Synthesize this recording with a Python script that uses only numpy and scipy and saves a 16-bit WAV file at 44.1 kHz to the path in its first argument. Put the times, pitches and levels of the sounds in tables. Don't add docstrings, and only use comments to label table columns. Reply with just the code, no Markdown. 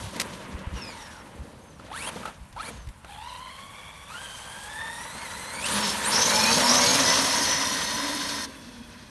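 import sys
import numpy as np
from scipy import signal
from scipy.fft import rfft, irfft, next_fast_len
from scipy.io import wavfile
from scipy.ndimage import uniform_filter1d

SR = 44100
rng = np.random.default_rng(int(sys.argv[2]) if len(sys.argv) > 2 else 0)


def wav_out(sig):
    wavfile.write(sys.argv[1], SR, np.round(np.clip(np.atleast_2d(sig).T, -1, 1) * 32767).astype(np.int16))


N = 401303
TIME = np.arange(N) / SR
FREQ = np.maximum(np.fft.rfftfreq(next_fast_len(N), 1 / SR), 1)

# time in seconds, distance from the microphone in metres.
DISTANCE = [(0, 12.7), (.75, 15.3), (1.7, 29.3), (3.6, 25.7), (4.6, 24.7), (5.5, 13.7), (6.0, 6.36),
            (6.5, 4.87), (6.9, 4.47), (7.45, 7.36), (8.3, 15.54), (9.1, 26)]
# time in seconds, rate at which tread blocks beat the ground in Hz.
TREAD_RATE = [(0, 186.5), (.93, 195.9), (1.7, 47.1), (2.15, 133.5), (2.45, 39.8), (2.7, 110.7), (3.0, 35.4),
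              (3.3, 84.7), (4.1, 95.02), (4.6, 159.9), (5.65, 204.5), (5.95, 205.2), (6.5, 227.5),
              (6.75, 249.3), (7.06, 267.5), (8.3, 291.9), (8.75, 241.8), (9.1, 233.7)]
# time in seconds, throttle from 0 to 1.
THROTTLE = [(3.04, 0.12), (3.1, 0.3), (4.08, 0.29), (4.14, 0.58), (5.5, 0.49), (6.04, 0.59), (6.15, 1),
            (8.45, 1), (8.47, 0.04)]
# time in seconds, level in dB.
TREAD_LEVEL = [(0, -19.5), (.8, -17), (1.05, -32), (5.55, -28.5), (5.72, -18), (5.86, -9), (5.93, -19.5),
               (6.25, -23), (6.6, -24), (6.88, -18), (7.1, -24), (7.6, -23.5), (8.1, -18), (8.5, -29.5),
               (8.8, -17.5), (9.1, -32)]
# start and end in seconds, levels of rumble, stones and sand in dB.
SKIDS = [(-.05, 0.051, -42, -17.5, -15.5), (.123, 0.343, -15, -18, -20), (.395, 0.716, -19, -19, -61),
         (0.75, 0.952, -17, -17.5, -24), (0.96, 1.132, -36, -21, -23), (1.193, 1.417, -14.5, -25, -37),
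         (1.418, 1.728, -17, -32, -29), (1.785, 1.882, -17, -21, -25.5), (2.1, 2.22, -9.5, -11, -11),
         (2.663, 2.747, -16, -15, -18), (5.645, 5.887, -20, -10, -6)]
# time in seconds, gain in dB.
DRIVER_SCREEN = [(.4, -0.5), (.68, -7.5), (.76, 0)]
# frequency and width in Hz, level in dB.
SHELL_MODES = [(618, 17, 1), (1030, 97, -2), (1610, 330, 2.5), (3500, 470, -25), (4400, 400, -10),
               (5800, 810, -9), (8470, 630, -13)]
# frequency in Hz, level in dB.
SAND_COLOUR = [(35, -38), (60, -1), (146, -1.5), (248, -1.5), (395, -7.5), (539, 1), (785, -3.5), (917, 6),
               (1250, -0.5), (2660, -6), (5280, -17.5), (6450, -14.5), (7370, -17), (11200, -34),
               (12000, -41), (15600, -54), (22000, -120)]
TRAIL_COLOUR = [(59, -43), (100, -22), (227, 13), (283, 5), (390, -3), (560, -38), (787, -51), (962, 10),
                (1300, -8), (1860, 5), (2730, -2.5), (4780, -3), (5830, -25), (7420, -36), (12000, -60),
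                (15600, -48), (22000, -120)]
AIR_COLOUR = [(15, -35), (25, 15), (86, 5), (187, 5), (418, -13), (954, -4), (1920, -15.5), (5970, -22),
              (7540, -32.5), (9270, -25), (12000, -74), (15600, -70), (22000, -120)]
# centre in seconds, level in dB, length in seconds.
WIND_PUFFS = [(0.05, -36.5, 0.05), (0.552, -29, 0.014), (0.676, -24, 0.0086), (0.746, -32, 0.04),
              (1.411, -33, 0.026), (2.418, -40.5, 0.045), (2.568, -45.5, 0.081), (2.798, -40.5, 0.087),
              (2.887, -35, 0.035)]
# start in seconds, level in dB, time to fall 60 dB in seconds.
THUMPS = [(.155, -38.5, 0.53), (2.16, -35, 0.12), (2.685, -42, 0.38), (4.57, -51, .15), (5.15, -43, .13),
          (6.04, -38, 0.16), (6.565, -23.5, 0.23), (6.84, -35, .2)]
CLACKS = [(.1635, -21, 0.019), (.198, -6.5, 0.025), (.2015, -15, 0.0073), (.209, -12, .015),
          (.2128, -25, 0.019), (.215, -11, 0.023), (.591, -33, 0.014), (2.526, -36.5, 0.033),
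          (2.871, -37, 0.028), (2.888, -34, 0.026)]
KNOCKS = [(1.797, -51, 0.077), (2.165, -40, 0.066), (2.231, -41, 0.066), (2.254, -33, 0.091),
          (2.275, -43.5, 0.18), (2.563, -45, 0.07), (2.678, -45, .05), (3.011, -54, 0.034),
          (3.046, -39, 0.03)]
# frequency in Hz, level in dB.
THUMP_COLOUR = [(60, -22), (130, -10), (220, 6.5), (330, -10.5), (480, -1), (800, -9.5), (1300, -29),
                (3000, -45), (22000, -120)]
CLACK_COLOUR = [(180, -43), (300, -41), (659, -10), (793, -17), (1050, -12), (2030, 1), (2520, -6.5),
                (3330, -2.5), (11100, -11.5), (12000, -10), (15600, -49), (22000, -120)]
KNOCK_COLOUR = [(88, -43), (150, -21), (905, 0), (1050, -14), (1330, 4.5), (1920, -18), (2720, -12.5),
                (4890, -24), (8950, -26), (12000, -29), (15600, -62), (22000, -120)]
# start and end in seconds, first and last pitch in Hz,
# bend (1 is straight, more glides late), level at the microphone in dB, roughness from 0 to 1.
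SQUEALS = [(0.75, .92, 5940, 4750, 0.77, -47.5, 0.73), (0.87, 1.03, 4910, 3600, 0.75, -54, 0.99),
           (0.876, .94, 7250, 6750, 1, -55, .8), (.89, 1.02, 9400, 8200, 1, -60, 1),
           (.97, 1.107, 5950, 5050, 1.1, -52, .8), (1.08, 1.23, 5770, 5400, 1.3, -60, 1),
           (1.6, 1.8, 6400, 5300, 3, -65, .4), (2.67, 2.867, 6530, 5900, 2.7, -61, .4),
           (5.79, 5.937, 5400, 5280, 1.9, -33, 0.65), (6.256, 6.605, 2085, 2585, 0.5, -32.5, .6),
           (6.309, 6.567, 838, 935, 1.1, -31.5, .15), (6.606, 6.756, 920, 1230, 2.01, -28.5, 0.33),
           (6.624, 6.867, 622, 810, 1.4, -38, 0.36), (6.772, 6.857, 561, 580, 1.08, -30, 0.33),
           (6.76, 6.997, 2060, 2440, .9, -35.5, .5), (6.999, 7.177, 1917, 2077, 1.34, -34, 0.37)]
# frequency in Hz, gain in dB.
HOUSING_GAIN = [(450, 5), (780, -9), (900, 4.5), (1070, -3), (1170, -8.5), (1320, 6), (1520, -5),
                (1650, -5), (1780, 3), (1870, -4), (1970, -6.5), (2400, -2.5), (3300, 0.5), (4300, -11),
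                (5000, -37)]
# multiple of the tooth rate, level in dB against the second.
MESH_OVERTONES = [(3, -5), (4, -7), (5, -8), (6, -11)]
# frequency in Hz, gain in dB.
GEARBOX_GAIN = [(1500, -0.5), (2300, -3.5), (3300, 3), (4200, -0.5), (4900, -13), (5800, -4), (7000, -12),
                (8000, -3), (9600, 3), (11500, -30)]
# time in seconds, level in dB.
AXLE_LEVEL = [(.8, -40), (.95, -23), (1.3, -30.5), (1.5, -36), (3.2, -55), (4.1, -33), (4.8, -28),
              (5.1, -23.5), (5.55, -27.5), (5.85, -22), (5.97, -32), (6.06, -22), (6.25, -33), (6.9, -26),
              (7.5, -18), (8.44, -18), (8.48, -34), (9.1, -48)]
# multiple of the growl's pitch, level in dB.
AXLE_ORDERS = [(.6, -8), (1.58, -9), (1.89, -3), (2.04, -5)]
# start and end in seconds, first and last tooth rate in Hz, then in dB the
# whine, its fade over the jab, overtones and sizzle, roughness from 0 to 1, spray and bark in dB.
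JABS = [(1.873, 2.097, 620, 3193, -10.5, .5, -17, -14.5, .25, -12.5, -1),
        (2.548, 2.697, 760, 2380, -7.5, 8, -21, -21, .2, -17.5, 5),
        (5.603, 5.789, 2354, 5120, -12.5, 2.5, -15, -18, .8, -16, -10),
        (6.017, 6.15, 3660, 5540, -13, 2.5, -12, -21, .6, -22, -10)]
# frequency and width in Hz, gain in dB.
BARK_MODES = [(875, 48, 2), (1300, 53, 1.5), (2360, 100, -7), (4350, 210, -7)]
# time in seconds, tooth rate in Hz, whine and second harmonic in dB,
# higher harmonics in dB against the second.
APPROACH_MESH = [(3.05, 777, -13, -21, 8), (3.17, 841, -14.5, -22.5, 7), (3.3, 956, -17, -23, 10.5),
                 (3.46, 1035, -14, -26.5, 4.5), (3.68, 1111, -19, -21, -2.5), (4.081, 1147, -21, -23.5, -1),
                 (4.209, 1612, -9.5, -18, 0.5), (4.33, 1552, -22, -22, 3), (4.53, 1590, -18, -26, 6),
                 (4.79, 1760, -11.5, -22.5, 2), (5.03, 1922, -15.5, -28.5, 10),
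                 (5.23, 2170, -17.5, -25.5, 6), (5.28, 1990, -14.5, -30, 10), (5.48, 2050, -20, -24.5, 5),
                 (5.609, 2326, -13, -18, 2.5)]
# time in seconds, tooth rate in Hz, whistle and rasp in dB.
FULL_POWER_MESH = [(6.12, 5370, -13, -13), (6.2, 6100, -12, -9), (6.26, 6263, -11, -16),
                   (6.31, 6730, -23, -17), (6.55, 6630, -41, -29), (6.6, 5900, -17, -33),
                   (6.65, 5350, -22, -19), (6.715, 5750, -11, -9.5), (6.81, 6370, -23, -18),
                   (6.9, 6600, -13.5, -37), (7.0, 6510, -31, -14), (7.07, 5936, -15, -17),
                   (7.4, 6220, -35, -13.5), (7.48, 6026, -13, -14), (7.68, 5813, -13, -16),
                   (7.76, 5840, -19, -32), (7.83, 6140, -15, -24), (8.0, 5830, -23, -28),
                   (8.45, 6055, -39, -14)]
# frequency and width in Hz, level from the side and from behind in dB.
CASE_MODES = [(3240, 170, -15, -12.5), (3740, 150, -23, -6), (4010, 120, -7.5, -19), (4424, 190, -6, -4),
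              (5320, 130, -5.5, -5.5), (5930, 330, -16, -14), (6620, 110, -11.5, -9.5)]
# start and end in seconds, first and last rate in turns a second, bend, level in dB.
WHEEL_SURGES = [(6.15, 6.6, 56, 60, 1.48, -19.5), (6.6, 6.85, 66, 78, 1.26, -16),
                (6.79, 7.3, 61, 67, 1, -16.5)]
# multiple of the turn rate, level in dB.
WHEEL_ORDERS = [(2, -17.5), (3, -13), (4, -11), (8, -9.5), (9, -10.5), (10, -10.5), (11, -10.5), (14, -12),
                (16, -8.5), (18, -11), (20, -18), (24, -17), (28, -19)]
# starting pitch in Hz, level in dB.
COAST_TONES = [(1590, -38), (2630, -36), (3480, -33.5), (4330, -41), (5480, -38), (6300, -40)]

CRUISE_HZ = 251
FULL_START_S, FULL_END_S = 6.12, 8.455
TOP_HZ = 12000


def undb(db):
    return 10 ** (np.asarray(db) / 20)


def unit(x):
    return x / np.sqrt(np.mean(x ** 2))


def curves(rows):
    s, *columns = np.transpose(rows)
    return [np.interp(TIME, s, c) for c in columns]


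def during(start, end, fade=0.015):
    return np.clip(np.minimum(TIME - start, end - TIME) / fade + .5, 0, 1)


def progress(start, end):
    return np.clip((TIME - start) / (end - start), 0, 1)


def release(end, decay_s):
    return np.exp(-np.maximum(TIME - end, 0) / decay_s)


def turn(hz):
    return 2 * np.pi * np.cumsum(hz) / SR


def response(points):
    hz, db = np.transpose(points)
    return undb(np.interp(np.log(FREQ), np.log(hz), db))


def band(lo_hz, hi_hz, order=12):
    return ((1 + (lo_hz / FREQ) ** order) * (1 + (FREQ / hi_hz) ** order)) ** -.5


def filtered(x, gain):
    return irfft(rfft(x, next_fast_len(N)) * gain, next_fast_len(N))[:N]


def noise(gain):
    return unit(filtered(rng.standard_normal(N), gain))


def walk(rate):
    steps = TIME * 2 * rate + rng.random()
    count = int(steps[-1]) + 2
    return np.sqrt(3 / 2) * np.interp(steps, np.arange(count), rng.standard_normal(N // 4)[:count])


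def partial(phase, smear, width_hz):
    smear = np.clip(smear, 0, 1)
    rough = walk(width_hz) * np.cos(phase) + walk(width_hz) * np.sin(phase)
    return np.sqrt(2 * (1 - smear)) * np.sin(phase) + np.sqrt(smear) * rough


def speed():
    return curves(TREAD_RATE)[0] / CRUISE_HZ


def spin_up(start, end):
    u = progress(start, end)
    return u * u * (3 - 2 * u)


def tread_hum():
    phase = turn(CRUISE_HZ * speed())
    hum = partial(phase, smear=.82, width_hz=17.6) + undb(-14) * partial(2 * phase, .3, 25)
    return hum * undb(curves(TREAD_LEVEL)[0]) * speed() ** 2.1


def dirt_levels():
    rolling, throttle = speed() ** 1.2, curves(THROTTLE)[0]
    spray = sum(undb(db) * spin_up(start, end) * release(end, .0087) for start, end, *_, db, _ in JABS)
    rumble = stones = sand = 0
    for start, end, rumble_db, stones_db, sand_db in SKIDS:
        slide = progress(start, start + .016) * release(end, decay_s=.09)
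        rumble += undb(rumble_db) * slide
        stones += undb(stones_db) * slide
        sand += undb(sand_db) * slide
    screen_db = curves(DRIVER_SCREEN)[0]

    def level(skid, skid_db, rolling_db, drive_db, power, spray_db):
        drive = undb(drive_db) * throttle ** power
        parts = undb(skid_db) * skid, undb(rolling_db) * rolling, drive, undb(spray_db) * spray
        return 10 * np.log10(sum(part ** 2 for part in parts))

    return (level(rumble, skid_db=-6.5, rolling_db=-23.5, drive_db=-25, power=11, spray_db=-3),
            level(stones, -5, -25.5, -13.5, .86, 4),
            level(sand, -8.5, -27.5, -14.5, 1.76, -3) + screen_db,
            level(sand, -13.5, -33, -18, 1, -2.5) + screen_db)


def shell_gain():
    return np.sqrt(sum(undb(db) ** 2 / (1 + (2 * (FREQ - hz) / max(width, .03 * hz)) ** 2)
                       for hz, width, db in SHELL_MODES))


def grains(per_s, spread_db):
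    hit = rng.random(N) < per_s / SR
    return unit(hit * rng.choice([-1, 1], N) * undb(spread_db * np.minimum(rng.exponential(size=N), 4)))


def thrown_dirt():
    rumble_db, rattle_db, sand_db, grit_db = dirt_levels()
    loose = response(SAND_COLOUR)
    ringing = np.hypot(shell_gain(), undb(-7) * response(TRAIL_COLOUR))
    behind = curves([(0, .2), (5.5, .2), (6.3, .29), (7.4, .26), (9.1, .81)])[0]
    spurts = walk(53)

    def layer(db, lo_hz, hi_hz, per_s, spread_db, spurt_db, flicker_db):
        impacts = grains(per_s, spread_db) + .86 * rng.standard_normal(N)
        direct, through = (unit(filtered(impacts, g * band(lo_hz, hi_hz))) for g in (loose, ringing))
        level = undb(db + spurt_db * spurts + flicker_db * walk(22))
        return ((1 - behind) * direct + behind * through) * level

    rumble = layer(rumble_db, 68, 554, per_s=1300, spread_db=.5, spurt_db=1.5, flicker_db=.9)
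    rattle = layer(rattle_db, 407, 3500, per_s=1800, spread_db=1, spurt_db=-.5, flicker_db=1.33)
    sand = layer(sand_db, 3200, 6950, per_s=3000, spread_db=-.5, spurt_db=.5, flicker_db=1.9)
    grit = layer(grit_db, 10280, 18200, per_s=7600, spread_db=3, spurt_db=1, flicker_db=.9)
    return rumble + rattle + sand + grit


def wind(eddy_hz=63.2):
    puffs = sum(undb(db) * np.exp(-2 * ((TIME - s) / length) ** 2) for s, db, length in WIND_PUFFS)
    eddies = np.sqrt(2) * np.sin(turn(eddy_hz * np.exp(.35 * walk(51.2))))
    buffet = puffs * (eddies + .3 * noise(band(50, 150, order=6)))
    flutter = undb(-57 + 2.3 * walk(3.1)) * noise(band(50, 92, order=8))
    air = undb(-53) * noise(response(AIR_COLOUR) * band(50, 14000, order=8))
    return buffet + flutter + air


def plastic_hits(rows, colour, gain_db, attack_s=.00054):
    envelope = np.zeros(N)
    for start, db, t60 in rows:
        age = np.maximum(TIME - start, 0)
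        envelope += undb(db - 60 * age / t60) * (1 - np.exp(-age / attack_s))
    return undb(gain_db) * envelope * noise(response(colour))


def squeal(start, end, from_hz, to_hz, bend, db, rough):
    u = progress(start, end)
    hz = from_hz + (to_hz - from_hz) * u ** bend
    phase = turn(hz * (1 + .016 * rough ** 2 * walk(60)))
    swell = np.sqrt(np.abs(np.sin(np.pi * u)))
    width_hz = 10 + rough * (40 + .04 * from_hz)
    return undb(db + 4 * rough * walk(45)) * swell * partial(phase, rough, width_hz)


def gear_mesh(hz, tone_db, overtone_db, upper_db, smear, width_hz, wobble, rasp):
    phase = turn(hz * (1 + wobble * walk(34.34)))
    housing_db = uniform_filter1d(np.interp(hz, *np.transpose(HOUSING_GAIN)), size=900)
    out = undb(tone_db + housing_db) * partial(phase, smear, width_hz)
    overtone_db = overtone_db - 10 * np.clip((1050 - hz) / 300, 0, 1)
    for k, db in [(2, 0)] + [(k, db + upper_db) for k, db in MESH_OVERTONES]:
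        radiated = undb(np.interp(k * hz, *np.transpose(GEARBOX_GAIN))) * (k * hz < TOP_HZ)
        level = undb(overtone_db + db + 2 * walk(14))
        out += radiated * level * partial(k * phase, smear + .08 * k + .15, width_hz * k)
    throb = 1 + .3 * np.sin(phase / 11) + rasp * np.sin(.4 * phase)
    return out * throb * undb(.78 * walk(49.1))


def braking(start=.76, end=1.207, from_hz=2960, slowing_per_s=1.68, db=-22):
    age = np.clip(TIME - start, 0, end - start)
    hz = from_hz * np.exp(-slowing_per_s * age)
    overtone_db = db - 29 - 14 * age
    mesh = gear_mesh(hz, db, overtone_db, upper_db=-2, smear=.75, width_hz=160, wobble=.025, rasp=.4)
    return mesh * during(start, end, fade=.06)


def axle_growl(cruising_hz=968):
    phase = turn(cruising_hz * speed() ** .2 * (1 + .008 * walk(12)))
    load = progress(4.64, 5.31)
    load_tones = sum(undb(db) * partial(k * phase, .8, 95) for k, db in AXLE_ORDERS)
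    return (partial(phase, 1, 65) + load * load_tones) * undb(curves(AXLE_LEVEL)[0])


def throttle_jabs(sizzle_hz=9770):
    whine, shake, sizzle_level = np.zeros((3, N))
    for start, end, from_hz, to_hz, whine_db, fade_db, overtone_db, sizzle_db, smear, _, bark_db in JABS:
        rise, gate = spin_up(start, end), during(start, end)
        hz = from_hz + (to_hz - from_hz) * rise
        mesh = gear_mesh(hz, whine_db - fade_db * rise, overtone_db,
                         upper_db=4, smear=smear, width_hz=150, wobble=.028, rasp=.5)
        mesh *= progress(start, start + .039) * gate
        whine += mesh
        shake += undb(bark_db) * mesh
        sizzle_level += undb(sizzle_db) * rise * gate
    sizzle = sizzle_level * partial(turn(sizzle_hz * (1 + .03 * walk(40))), 1, 900)
    grip = undb(1.3 * walk(130))
    return chassis_bark(shake) + (whine + sizzle) * grip


def chassis_bark(shake):
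    return filtered(shake, sum(undb(db) / (1 + 2j * (FREQ - hz) / width) for hz, width, db in BARK_MODES))


def approach_whine():
    hz, db, overtone_db, upper_db = curves(APPROACH_MESH)
    start, end = APPROACH_MESH[0][0], APPROACH_MESH[-1][0]
    fray = progress(4.95, 5.08)
    lurch = 1 - progress(3.1, 3.6)
    mesh = gear_mesh(hz, db, overtone_db, upper_db,
                     smear=.45 + .35 * fray, width_hz=80, wobble=.011 + .03 * lurch, rasp=.15)
    judder = undb(db - 11.5) * fray * partial(turn(.68 * hz), .97, 110)
    undertone = undb(db - 7) * during(4.45, 5.03, fade=.2) * partial(turn(hz / 2), .6, 45)
    return (mesh + judder + undertone) * progress(start, 3.1) * during(start, end)


def full_power_scream():
    hz, whistle_db, rasp_db = curves(FULL_POWER_MESH)
    ragged = 1 - .75 * progress(6.9, 7.5)
    phase = turn(hz * (1 + .004 * ragged * walk(60)))
    whistle = undb(whistle_db + 1.5 * walk(40)) * partial(phase, .3, 120)
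    rasp = undb(rasp_db) * (partial(.98 * phase, 1, 550) + partial(.89 * phase, 1, 350)) / np.sqrt(2)
    chatter = undb(ragged * (2.3 * walk(65) - .6))
    return (whistle + rasp + gear_case() + skip_chirps()) * chatter * during(FULL_START_S, FULL_END_S)


def gear_case(doppler=.025, wander=.014, flicker_db=3):
    behind = progress(7.0, 7.9)
    unrest = 1 - .75 * behind
    out = np.zeros(N)
    for hz, width, side_db, behind_db in CASE_MODES:
        phase = turn(hz * (1 - doppler * behind + wander * unrest * walk(14)))
        db = side_db + (behind_db - side_db) * behind + flicker_db * unrest * walk(9.8)
        out += undb(db) * partial(phase, .88, width)
    return undb(-14.5) * out


def skip_chirps(count=90, start=6.13, end=7.45, low_hz=4700, high_hz=6600, width_s=.016, rise_per_s=1.1):
    out = np.zeros(N)
    for when, pitch, size, glide in rng.random((count, 4)):
        centre = start + when * (end - start)
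        near = slice(int((centre - 4 * width_s) * SR), int((centre + 4 * width_s) * SR))
        age = TIME[near] - centre
        hz = (low_hz + pitch * (high_hz - low_hz)) * (1 + rise_per_s * glide * age)
        envelope = undb(-21 + 5 * size) * np.exp(-.5 * (age / width_s) ** 2)
        out[near] += envelope * np.sin(turn(hz))
    return out


def wheel_growl():
    rate, envelope = np.full(N, float(WHEEL_SURGES[0][2])), np.zeros(N)
    for start, end, from_hz, to_hz, bend, db in WHEEL_SURGES:
        rate = np.where(TIME >= start, from_hz + (to_hz - from_hz) * progress(start, end) ** bend, rate)
        envelope = np.maximum(envelope, undb(db) * during(start, end, fade=.032))
    phase = turn(rate * (1 + .003 * walk(30)))
    return envelope * sum(undb(db) * partial(k * phase, .4, 14) for k, db in WHEEL_ORDERS)


def distant_whirr(slowing_per_s=.08):
    phase = turn(release(FULL_END_S, 1 / slowing_per_s) * (1 + .0089 * walk(7.9)))
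    whirr = sum(undb(db + 2 * walk(12)) * partial(hz * phase, .9, 60 + .03 * hz)
                for hz, db in COAST_TONES)
    return whirr * progress(FULL_END_S, FULL_END_S + .021)


def scene():
    gears = braking() + throttle_jabs() + approach_whine() + full_power_scream()
    gears += axle_growl() + distant_whirr()
    tyres = tread_hum() + wheel_growl() + thrown_dirt()
    car = (gears + tyres) / curves(DISTANCE)[0]
    squeals = sum(squeal(*row) for row in SQUEALS)
    clacks = plastic_hits(CLACKS, CLACK_COLOUR, gain_db=-8.5)
    knocks = plastic_hits(KNOCKS, KNOCK_COLOUR, gain_db=5.5)
    thumps = plastic_hits(THUMPS, THUMP_COLOUR, gain_db=2)
    return (car + squeals + clacks + knocks + thumps + wind())[None]


def record(dry):
    return signal.sosfilt(signal.ellip(10, .2, 80, TOP_HZ, fs=SR, output="sos"), dry)


dry = scene()
out = record(dry)
wav_out(out)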